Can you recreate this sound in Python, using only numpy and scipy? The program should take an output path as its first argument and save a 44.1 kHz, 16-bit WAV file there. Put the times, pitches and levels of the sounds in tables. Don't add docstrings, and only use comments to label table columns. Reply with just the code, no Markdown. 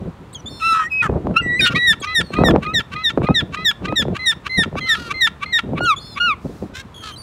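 import sys
import numpy as np
from scipy import signal
from scipy.fft import rfft, irfft, next_fast_len
from scipy.io import wavfile
from scipy.ndimage import uniform_filter1d, map_coordinates

SR = 44100
rng = np.random.default_rng(int(sys.argv[2]) if len(sys.argv) > 2 else 0)


def wrap_up_sound(samples):
    columns = np.atleast_2d(samples).T
    tamed = np.clip(columns, -1, 1)
    steps = np.round(tamed * 32767).astype(np.int16)
    wavfile.write(sys.argv[1], SR, steps)


N = 318402

# f/Hz, level/dB
SLAP = [(150, -20.5), (350, 6), (650, -1), (1100, -14), (2200, -37.5), (5000, -77), (15000, -69)]


def gull(coupling_db=-6):
    low, high = long_call()
    low = low_side(low)
    high = high_side(high)
    flow = np.sqrt(np.abs(uniform_filter1d(low ** 2 + high ** 2, size=220)) + 1e-9)
    colour = [(900, -40), (2000, 0), (3500, 0), (5500, -9), (8000, -22), (15000, -32)]  # f/Hz, level/dB
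    combination_tones = filtered(low * high / flow, lambda hz: amp(along(colour, hz)))
    return low + high + amp(coupling_db) * combination_tones


def long_call():
    notes = [(1.935, 0.21, -25, .7, 1957, 1824, -14.5, -12.5, -14, -30.5, -43, -2),
             (2.216, 0.17, -24, 0.5, 2020, 1820, -25.5, -15.5, -16.5, -29, -3.5, -1.5),
             (2.51, 0.17, -28, 0.7, 2010, 1810, -40, -18, -21, -31.5, 0, -7.5),
             (2.807, .17, -28.5, 0.67, 2087, 1809, -64, -18.5, -17, -31, 0, -0.5),
             (3.106, 0.17, -29, .85, 2044, 1830, -35.5, -22, -15.5, -36.5, -3.5, -0.5),
             (3.413, 0.17, -29, .5, 2080, 1810, -56, -19.5, -15, -34.5, -2.5, 0),
             (3.716, 0.17, -24.5, 0.7, 2010, 1778, -33, -18.5, -14.5, -29.5, -6, -5.5),
             (4.027, 0.17, -27, 0.88, 2020, 1785, -56, -22, -15.5, -30, -5, -4.5),
             (4.326, .16, -27, 0.8, 2050, 1830, -25, -17.5, -14, -27.5, -18, -2.5),
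             (4.639, 0.17, -24.5, 0.7, 2075, 1830, -21, -15, -18, -32.5, -36, 1.5),
             (4.954, 0.17, -21.5, 0.43, 2075, 1812, -24, -14, -16.5, -31, -23, -3.5),
             (5.276, .161, -21, 0.35, 2093, 1833, -26.5, -13.5, -14, -31.5, -20, 0),
             (5.594, 0.16, -22, 0.38, 2117, 1851, -34.5, -15.5, -16.5, -35.5, -21.5, 1)]
    # t/s from note end, f/Hz, harmonics 1-3/dB, roughness/0-1
    drone_shape = [(-.158, 1218, -31.5, -40, -41, 0.5), (-.142, 1233, -23, -29, -59, 0.02),
                   (-.11, 1256, -26, -32, -43, 0.07), (-.085, 1285, -29, -37.5, -62, .2),
                   (-.066, 1335, -48, -52, -80, 0.4)]
    break_shape = [(-.013, 1573, -43, -34, -56, 0.73), (-.001, 1378, -20, -20.5, -35.5, 0.78),
                   (.005, 1365, -25, -29, -51, .7), (.016, 1300, -55, -59, -55, 0.65)]
    croaks, drones, cries, breaks = [], [], [], []
    for end, length, croak_db, rough, lead_hz, hz, lead_db, *levels_db, drone_db, break_db in notes:
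        croaks.append(croak(end - length, croak_db, rough))
        drones.append(placed(drone_shape, end, drone_db))
        cries.append(cry(end - length, end, lead_hz, hz, lead_db, levels_db))
        breaks.append(placed(break_shape, end, break_db))
    low = (sing(croaks, rasp_db=-8, shimmer=.7, top_db=1, stutter_db=6, jitter=.33, grouping=.85)
           + sing(drones, top_db=-6, stutter_db=7)
           + sing(breaks, rasp_db=-1, top_db=2, stutter_db=8.5, grouping=1.0))
    return low, sing(cries, top_db=2, rasp_db=-2, waver=.0045)


def low_side(note_track):
    # t/s, f/Hz, harmonics 1-3/dB, roughness/0-1
    mew = [(0.598, 1380, -42, -40, -55, 0.54), (0.625, 1295, -20, -26, -35.5, 0.03),
           (0.67, 1342, -17.5, -17.5, -32, 0), (0.728, 1315, -13.5, -29, -29, 0),
           (0.745, 1316, -15, -29, -39, 0.27), (0.815, 1275, -17.5, -38, -56.5, 0.4),
           (0.865, 1204, -42, -54, -60, 0.57)]
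    yelp = [(1.34, 1340, -39, -43, -61, 0.5), (1.358, 1290, -30, -39, -57, 0.81),
            (1.369, 1328, -8.5, -9.5, -28.5, 0.017), (1.386, 1413, -26, -17, -37, 0.029),
            (1.404, 1404, -19, -19.5, -73, 0.054), (1.426, 1300, -56, -37.5, -59, 0.1)]
    scream = [(1.605, 1648, -20, -46, -42, 0.03), (1.62, 1488, -33, -33, -66, 0.03),
              (1.651, 1523, -17.5, -36, -29.5, 0.18), (1.665, 1420, -14.5, -14, -29.5, 1),
              (1.691, 1422, -24.5, -20, -39, 0.69), (1.705, 1400, -28, -49, -67, 0.54),
              (1.74, 1376, -28.5, -49, -78, 0.6)]
    squawk = [(1.746, 1030, -41.5, -28, -40, 0.21), (1.762, 1170, -20.5, -16.5, -26.5, 0.11),
              (1.771, 1248, -26, -19, -32, 0.11), (1.785, 1266, -33, -25, -42, 0.2)]
    # croak t/s, length/s, f/Hz, crescendo/dB per length, harmonics 1-3/dB
    wails = [(5.782, 0.15, 1448, 18.5, -12, -20.5, -23.5), (6.18, 0.15, 1440, -0.5, -17, -19, -32)]
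    # f/Hz, gain/dB
    throat = [(400, -32), (750, -8.5), (1050, 0), (4100, -1), (4800, -1.5), (5600, -1.5), (9500, 0),
              (12500, -2.5), (15000, -5)]
    low = (note_track + sing([mew], rasp_db=11, stutter_db=9, jitter=.99)
           + sing([yelp, squawk], rasp_db=-5.5, top_db=-1)
           + sing([scream], rasp_db=-7, stutter_db=1.5)
           + hoarse_calls()
           + sing([croak(row[0], db=-22, rough=.87) for row in wails], rasp_db=-19.5, top_db=-6)
           + sing([wail(*row) for row in wails], top_db=-9, rasp_db=-4))
    return filtered(low, lambda hz: amp(along(throat, hz)))


def high_side(note_track):
    # t/s, f/Hz, harmonics 1-3/dB, roughness/0-1
    mew = [(0.625, 1915, -40, -51, -57, 0.03), (0.67, 2008, -46, -44.5, -51.5, 0.03),
           (0.73, 1962, -41, -33, -60, 0.03), (0.8, 1900, -36, -53, -52, 0.4),
           (0.83, 1850, -29, -61, -52, 0.81), (0.865, 1876, -22, -75, -46, 0.067),
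           (0.888, 2000, -36, -66, -78, 0.03)]
    whistle = [(0.899, 2640, -46.5, -74, -86, 0.03), (0.92, 2538, -20.5, -46, -55, 0.013),
               (0.961, 2550, -19, -52.5, -64, 0.01), (0.996, 2558, -18, -54, -67, 0.02),
               (1.017, 2490, -12, -53, -76, 0.056), (1.035, 2330, -56, -58, -53, 0.3)]
    squeal = [(1.412, 2020, -43, -72, -80, 0.047), (1.429, 1963, -28.5, -63, -52, 0.015),
              (1.502, 1939, -17.5, -41.5, -69.5, 0.0093), (1.551, 1944, -18, -39, -55, 0.015),
              (1.59, 2050, -25.5, -41, -54.5, 0.029), (1.6, 1900, -28, -48, -57, 0.032)]
    crack = [(1.592, 2560, -22, -60, -74, 0.03), (1.598, 2470, -9.5, -27, -49, 0.039),
             (1.609, 2390, -15.5, -27, -36, 0.034), (1.613, 2370, -15, -45, -33, 0.03)]
    scream = [(1.606, 1945, -19, -31, -44, 0.1), (1.617, 1859, -29, -15, -30.5, 0.14),
              (1.645, 1836, -28, -13.5, -31, 0.1), (1.661, 1836, -21, -19.5, -43, 1),
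              (1.679, 1825, -26.5, -28, -31, 1)]
    return (note_track + sing([mew, whistle, squeal], top_db=1.5, waver=.0014)
            + sing([crack, scream], top_db=2, rasp_db=-3, stutter_db=2))


def croak(s, db, rough, hz=1165):
    # t/s from its peak, pitch/ratio, level/dB
    shape = [(-.035, 1.1, -38.5), (-.014, .96, -12.5), (0, 1, 0.5), (.005, 1.02, -5), (0.014, 1.2, -16)]
    return np.array([(s + dt, hz * ratio, db + rise, db + rise - 1, db + rise - 10.5, rough)
                     for dt, ratio, rise in shape])


def cry(croak_s, end, lead_hz, hz, lead_db, levels_db, cry_s=.073, sag=.106, release_s=.029,
        catch_db=-29, catch_s=.013):
    start, onset = croak_s + .024, end - cry_s
    t = np.linspace(start, end, 120)
    progress = np.clip(1 - 2 * (end - t) / cry_s, -1, 1)
    early = np.clip((onset - t) / cry_s, 0, 1)
    straight = .54 + .15 * rng.standard_normal()
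    slide = straight * progress + (1 - straight) * progress ** 3
    pitch = (hz - slide * np.where(progress < 0, lead_hz - hz, sag * hz)) * (1 - .0151 * early)
    catch = catch_db + effort(t, start, start + catch_s, catch_s / 2, catch_s / 2)
    lead_in = lead_db - 5 * early + effort(t, start, end - cry_s / 2, catch_s, release_s)
    soft = np.maximum(lead_in, catch)[:, None] + [0, -7, -35]
    loud = harmonics(effort(t, onset, end, .025, release_s), levels_db)
    rough = .017 + .41 * np.exp((t - end) / .0013)
    return np.column_stack([t, pitch, np.maximum(loud, soft), rough])


def wail(croak_s, length, hz, crescendo_db, *levels_db, knee=.38, rise=.05, fall=.29, peak=.68):
    progress = np.linspace(0, 1, 80)
    t = croak_s + .018 + progress * length
    sinking = np.maximum((progress - knee) / (1 - knee), 0) ** 1.25
    pitch = hz * (1 - rise * np.maximum(knee - progress, 0) - fall * sinking)
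    push = effort(t, t[0], t[-1], attack_s=.014, release_s=.05)
    push += crescendo_db * np.minimum(progress - peak, 0)
    rough = .015 + .5 * np.exp((t - t[-1]) / .0093)
    return np.column_stack([t, pitch, harmonics(push, levels_db), rough])


def hoarse_calls():
    # t/s, length/s, start f/Hz, end f/Hz, arch/share of pitch, harmonics 1-3/dB, roughness/0-1, overtones/dB
    calls = [(1.015, 0.067, 1413, 1132, .04, -17, -32.5, -47, 1, 10.5),
             (4.858, 0.14, 1313, 1280, .01, -33, -47, -38, 0.4, -4),
             (4.958, 0.15, 1450, 1340, 0.008, -36.5, -42.5, -43, 0.6, 0),
             (6.733, 0.095, 1492, 1604, 0.013, -36.5, -38, -42.5, 1, 3.5),
             (7.02, 0.11, 1322, 1168, 0.02, -36, -44, -38.5, 0.75, -4.5)]
    return sum(sing([glide(row, attack_s=.025, release_s=.035)], rasp_db=top_db - 7.5, top_db=top_db,
                    jitter=.4, grouping=.75, waver=.015, stutter_db=6) for *row, top_db in calls)


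def syrinx(rows, shimmer=.11, waver=.0036, rasp_db=-6, top_db=0, stutter_db=4, jitter=.42, grouping=.34):
    # harmonic number, level/dB re the third
    overtones = [(4, -8), (5, -13.5), (6, -21.5), (7, -21.5), (8, -24.5), (12, -32)]
    # f/Hz, level/dB
    rasp = [(700, -40.5), (1250, -0.5), (1900, -19.5), (2500, 7), (3500, -13), (4600, -22.5), (5800, 0.5),
            (7600, -3.5), (10000, -14), (12500, -21), (15000, -25)]
    times, *columns = np.transpose(rows)
    t = np.arange(times[0], times[-1], 1 / SR)
    size = len(t)
    pitch, first, second, third, rough = (np.interp(t, times, column) for column in columns)
    phase = 2 * np.pi * np.cumsum(pitch * (1 + waver * wobble(150.6, size))) / SR
    group_phase = phase / 3 + .7 * wobble(140, size)
    phase += rough * (jitter * wobble(600, size) + grouping * np.sin(group_phase))
    upper_db = [third + top_db + along(overtones, k) + 4.5 * rng.standard_normal() for k in range(4, 13)]
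    tone = sum(amp(db) * np.sin(k * phase) * (k * pitch < SR / 2)
               for k, db in enumerate([first, second, third] + upper_db, 1))
    swell = 1 + rough * np.tanh(shimmer * (wobble(600, size) + 2 * np.cos(group_phase)))
    turbulence = amp(third + rasp_db) * (rough + .025) * noise(rasp, size)
    flutter = amp(.5 * wobble(70, size) + stutter_db * np.minimum(rough, .6) * np.tanh(wobble(190, size)))
    fade = np.clip(np.minimum(t - times[0], times[-1] - t) / .0015, 0, 1)
    return fade * swell * flutter * (np.sqrt(2) * tone + turbulence)


def sing(calls, **timbre):
    track = np.zeros(N)
    for rows in calls:
        add(track, rows[0][0], syrinx(rows, **timbre))
    return track


def glide(row, attack_s, release_s):
    start, length, from_hz, to_hz, arch, *levels_db, rough = row
    progress = np.linspace(0, 1, 60)
    t = start + progress * length
    pitch = (from_hz + (to_hz - from_hz) * progress) * (1 + arch * np.sin(np.pi * progress))
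    push = effort(t, start, t[-1], attack_s, release_s)
    return np.column_stack([t, pitch, harmonics(push, levels_db), np.full_like(t, rough)])


def effort(t, start, end, attack_s, release_s):
    rise = np.clip((t - start) / attack_s, 0, 1)
    fall = np.clip((end - t) / release_s, 0, 1)
    return 20 * np.log10(np.sin(np.pi / 2 * rise) * np.sin(np.pi / 2 * fall) + .001)


def harmonics(effort_db, levels_db, brighten=1.27):
    return np.array(levels_db) + np.outer(effort_db, brighten ** np.arange(len(levels_db)))


def placed(shape, s, db):
    return np.array(shape) + [s, 0, db, db, db, 0]


def young_gulls():
    # t/s from its start, f/Hz, harmonics 1-3/dB, roughness/0-1
    peep_shape = [(0, 3600, -44, -45, -57.5, .1), (.01, 4300, -51, -36.5, -59, .1),
                  (.016, 4700, -47, -49, -65, .1), (.019, 3380, -33.5, -47, -58.5, .1),
                  (.028, 3270, -27.5, -30.5, -62, .1), (.048, 3040, -46, -58, -72, .1),
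                  (.08, 2930, -59, -41.5, -70, .1)]
    # t/s, gain/dB
    peeps = [(0.329, -2), (1.999, -2), (5.832, -0.5)]
    # t/s, length/s, start f/Hz, end f/Hz, arch/share of pitch, harmonics 1-3/dB, roughness/0-1
    begs = [(.457, 0.037, 3430, 3690, -.01, -31, -43.5, -60, 0.11),
            (.485, .3, 3610, 3510, .005, -45.5, -59, -63, .15),
            (.485, .33, 4390, 4040, -0.012, -45.5, -59, -78, .15),
            (.5, 0.31, 5370, 5140, .01, -48, -64, -72, .15),
            (2.21, .22, 4650, 4350, -0.064, -48, -63.5, -76, 0.3),
            (4.8, 0.11, 3340, 3180, -0.06, -39.5, -56, -70, .1),
            (5.96, 0.036, 3480, 3710, -0.05, -31.5, -42.5, -56, .1),
            (5.986, 0.16, 4250, 4070, .04, -43.5, -62, -72, 0.15),
            (5.99, 0.23, 3400, 3390, 0.048, -47, -63, -65.5, .2),
            (5.999, .17, 4680, 4800, .1, -47.5, -66, -77, .35),
            (6.94, 0.2184, 3380, 3120, -0.021, -41.5, -55, -57, 0.3),
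            (7.158, 0.02, 3950, 4050, .005, -35.5, -51, -60, 0.2),
            (7.173, 0.12, 4660, 4540, -0.0035, -40.5, -47, -64, 0.2)]
    whistles = [glide(row, attack_s=.0085, release_s=.012) for row in begs]
    return (sing([placed(peep_shape, s, db) for s, db in peeps])
            + sing(whistles, waver=.0044, jitter=1.3, stutter_db=12))


def wind(breeze_db=-40.5, attack_s=.01, release_s=.016, lump_db=4.5, slap_growth=1.98):
    # t/s, length/s, level/dB
    gusts = [(0.01, 0.077, -19.5), (0.454, 0.14, -34), (1.037, .33, -24), (1.096, 0.084, -14.5),
             (1.247, 0.082, -16.5), (1.406, .24, -24.5), (1.703, 0.083, -22.5), (1.866, .16, -31.5),
             (2.199, 0.027, -18), (2.326, .07, -23), (2.401, 0.17, -9), (2.592, 0.21, -26.5),
             (2.948, 0.011, -25.5), (3.104, 0.43, -25.5), (3.176, 0.07, -17), (3.29, 0.019, -14.5),
             (3.592, 0.057, -29.5), (3.828, 0.1, -18.5), (3.992, 0.14, -21.5), (4.595, 0.01, -15),
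             (4.664, 0.018, -21.5), (4.721, 0.14, -29), (4.986, 0.18, -31), (5.638, 0.065, -22),
             (5.689, 0.165, -21.5), (6.24, 0.1, -33.5), (6.451, .11, -26.5), (6.63, 0.013, -18)]
    # f/Hz, level/dB
    buffet = [(18, -36), (32, -5.5), (60, 3), (100, 2.5), (170, 5), (260, -0.5), (480, -7), (750, -17),
              (1300, -53), (2500, -83)]
    t = np.arange(N) / SR
    push = np.full(N, amp(breeze_db))
    for start, length, db in gusts:
        outside = np.maximum((start - t) / attack_s, (t - start - length) / release_s)
        push = np.maximum(push, amp(db) * np.exp(-np.clip(outside, 0, 20)))
    push_db = 20 * np.log10(push)
    lumps = unit(amp(lump_db * wobble(70, N)))
    slap = amp(-32.5 + slap_growth * (push_db + 17.5)) * noise(SLAP, N)
    rumble = noise(buffet, N)
    rumble = unit(rumble / np.sqrt(1 + np.abs(signal.hilbert(rumble)) ** 2 / 3.6))
    return lumps * (amp(push_db - 3) * rumble + slap)


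def thumps(start_hz=750, end_hz=170, drop_s=.0036, swing_t60=.061, puff_t60=.024, snap_t60=.0065):
    # t/s, level/dB, snap/dB re that level
    eddies = [(1.096, -11, 2.5), (1.139, -23, -20), (1.25, -25.5, -15), (1.27, -9.5, -6), (1.311, -14, -13),
              (1.462, -14.5, -20), (2.013, -20, -18), (2.305, -18, -20), (2.387, -1, -10),
              (2.408, -14.5, -5), (2.437, -1.5, 6.5), (2.486, -7.5, 11), (2.553, -9, 6), (2.561, -3.5, 8),
              (3.175, -2, -1.5), (3.183, -10, -5), (3.219, -10, -2.5), (3.288, -5, 1.5), (3.303, -12, -5),
              (3.822, -26, -15), (3.925, -10, 2), (4.053, -16, -31), (4.083, -10, -18), (4.659, -23, 2),
              (4.728, -21.5, -2), (4.755, -11.5, -8), (5.734, -9.5, -12), (5.807, -9.5, -7),
              (6.456, -26.5, -11), (6.625, -18.5, -8)]
    # f/Hz, level/dB
    snap_colour = [(300, 0.5), (1000, 27.5), (2500, -15), (6000, -31.5), (12000, -59)]
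    track, t = np.zeros(N), np.arange(SR // 8) / SR
    attack = 1 - np.exp(-t / .0003)
    for (s, db, snap_db), spread in zip(eddies, rng.standard_normal(len(eddies))):
        hz = (end_hz + (start_hz - end_hz) * np.exp(-t / drop_s)) * np.exp(.221 * spread)
        swing = amp(-3 - 60 * t / swing_t60) * np.sin(2 * np.pi * np.cumsum(hz) / SR)
        puff = amp(-12 - 60 * t / puff_t60) * noise(SLAP, len(t))
        snap = amp(snap_db - 60 * t / snap_t60) * noise(snap_colour, len(t))
        add(track, s, amp(db) * (swing + puff + snap) * attack)
    return track


def lot_echo(x):
    # f/Hz, t60/s
    decay = [(300, .4), (2000, 0.34), (4000, 0.27), (10000, 0.19)]
    hz, t, spectrum = signal.stft(rng.standard_normal(SR // 2), SR, nperseg=256)
    tail = signal.istft(spectrum * amp(-60 * t / along(decay, hz)[:, None]), SR, nperseg=256)[1]
    delayed = np.pad(x, (500, 0))
    return signal.fftconvolve(delayed, tail / np.linalg.norm(tail))[:N]


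def soft_hiss(db=-57):
    # f/Hz, level/dB
    colour = [(1500, -29), (4000, 1.5), (6500, -1.5), (9000, -6.5), (15000, -12.5)]
    swell_db = effort(np.arange(N) / SR, start=6.39, end=6.72, attack_s=.08, release_s=.14)
    return amp(db + swell_db) * noise(colour, N)


def outdoor_air(db=-41.5):
    # f/Hz, level/dB
    colour = [(15, -39), (25, -13.5), (75, 5.5), (210, -6), (744, -15), (1000, -10.5), (1380, -15.5),
              (1580, -19), (3100, -27), (3850, -28.5), (5170, -36.5), (7540, -38.5), (15600, -50.5)]
    return amp(db) * noise(colour, N)


def amp(db):
    return 10 ** (np.asarray(db) / 20)


def unit(x):
    return x / np.sqrt(np.mean(x ** 2) + 1e-20)


def along(points, hz):
    f, values = np.transpose(points)
    return np.interp(np.log(hz + 1), np.log(f + 1), values)


def wobble(rate, size):
    knots = rng.standard_normal(int(size * rate / SR) + 4)
    return map_coordinates(knots, [np.arange(size) * rate / SR])


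def filtered(x, response):
    size = next_fast_len(len(x) + 2048)
    return irfft(rfft(x, size) * response(np.fft.rfftfreq(size, 1 / SR)), size)[:len(x)]


def noise(spectrum, size):
    return unit(filtered(rng.standard_normal(size), lambda hz: amp(along(spectrum, hz))))


def add(track, s, sound):
    start = max(round(s * SR), 0)
    track[start:start + len(sound)] += sound[:max(N - start, 0)]


def scene():
    birds = gull() + young_gulls()
    air = outdoor_air()
    return (birds + amp(-27.5) * lot_echo(birds) + soft_hiss() + wind() + thumps() + air)[None]


def record(dry, low_cut_hz=42, ceiling=.95, top_hz=15750):
    heard = filtered(dry[0], lambda hz: hz ** 2 / np.sqrt(hz ** 4 + low_cut_hz ** 4))
    rounded = heard / (1 + np.abs(heard / ceiling) ** 8) ** (1 / 8)
    return filtered(rounded, lambda hz: hz < top_hz)[None]


dry = scene()
out = record(dry)
wrap_up_sound(out)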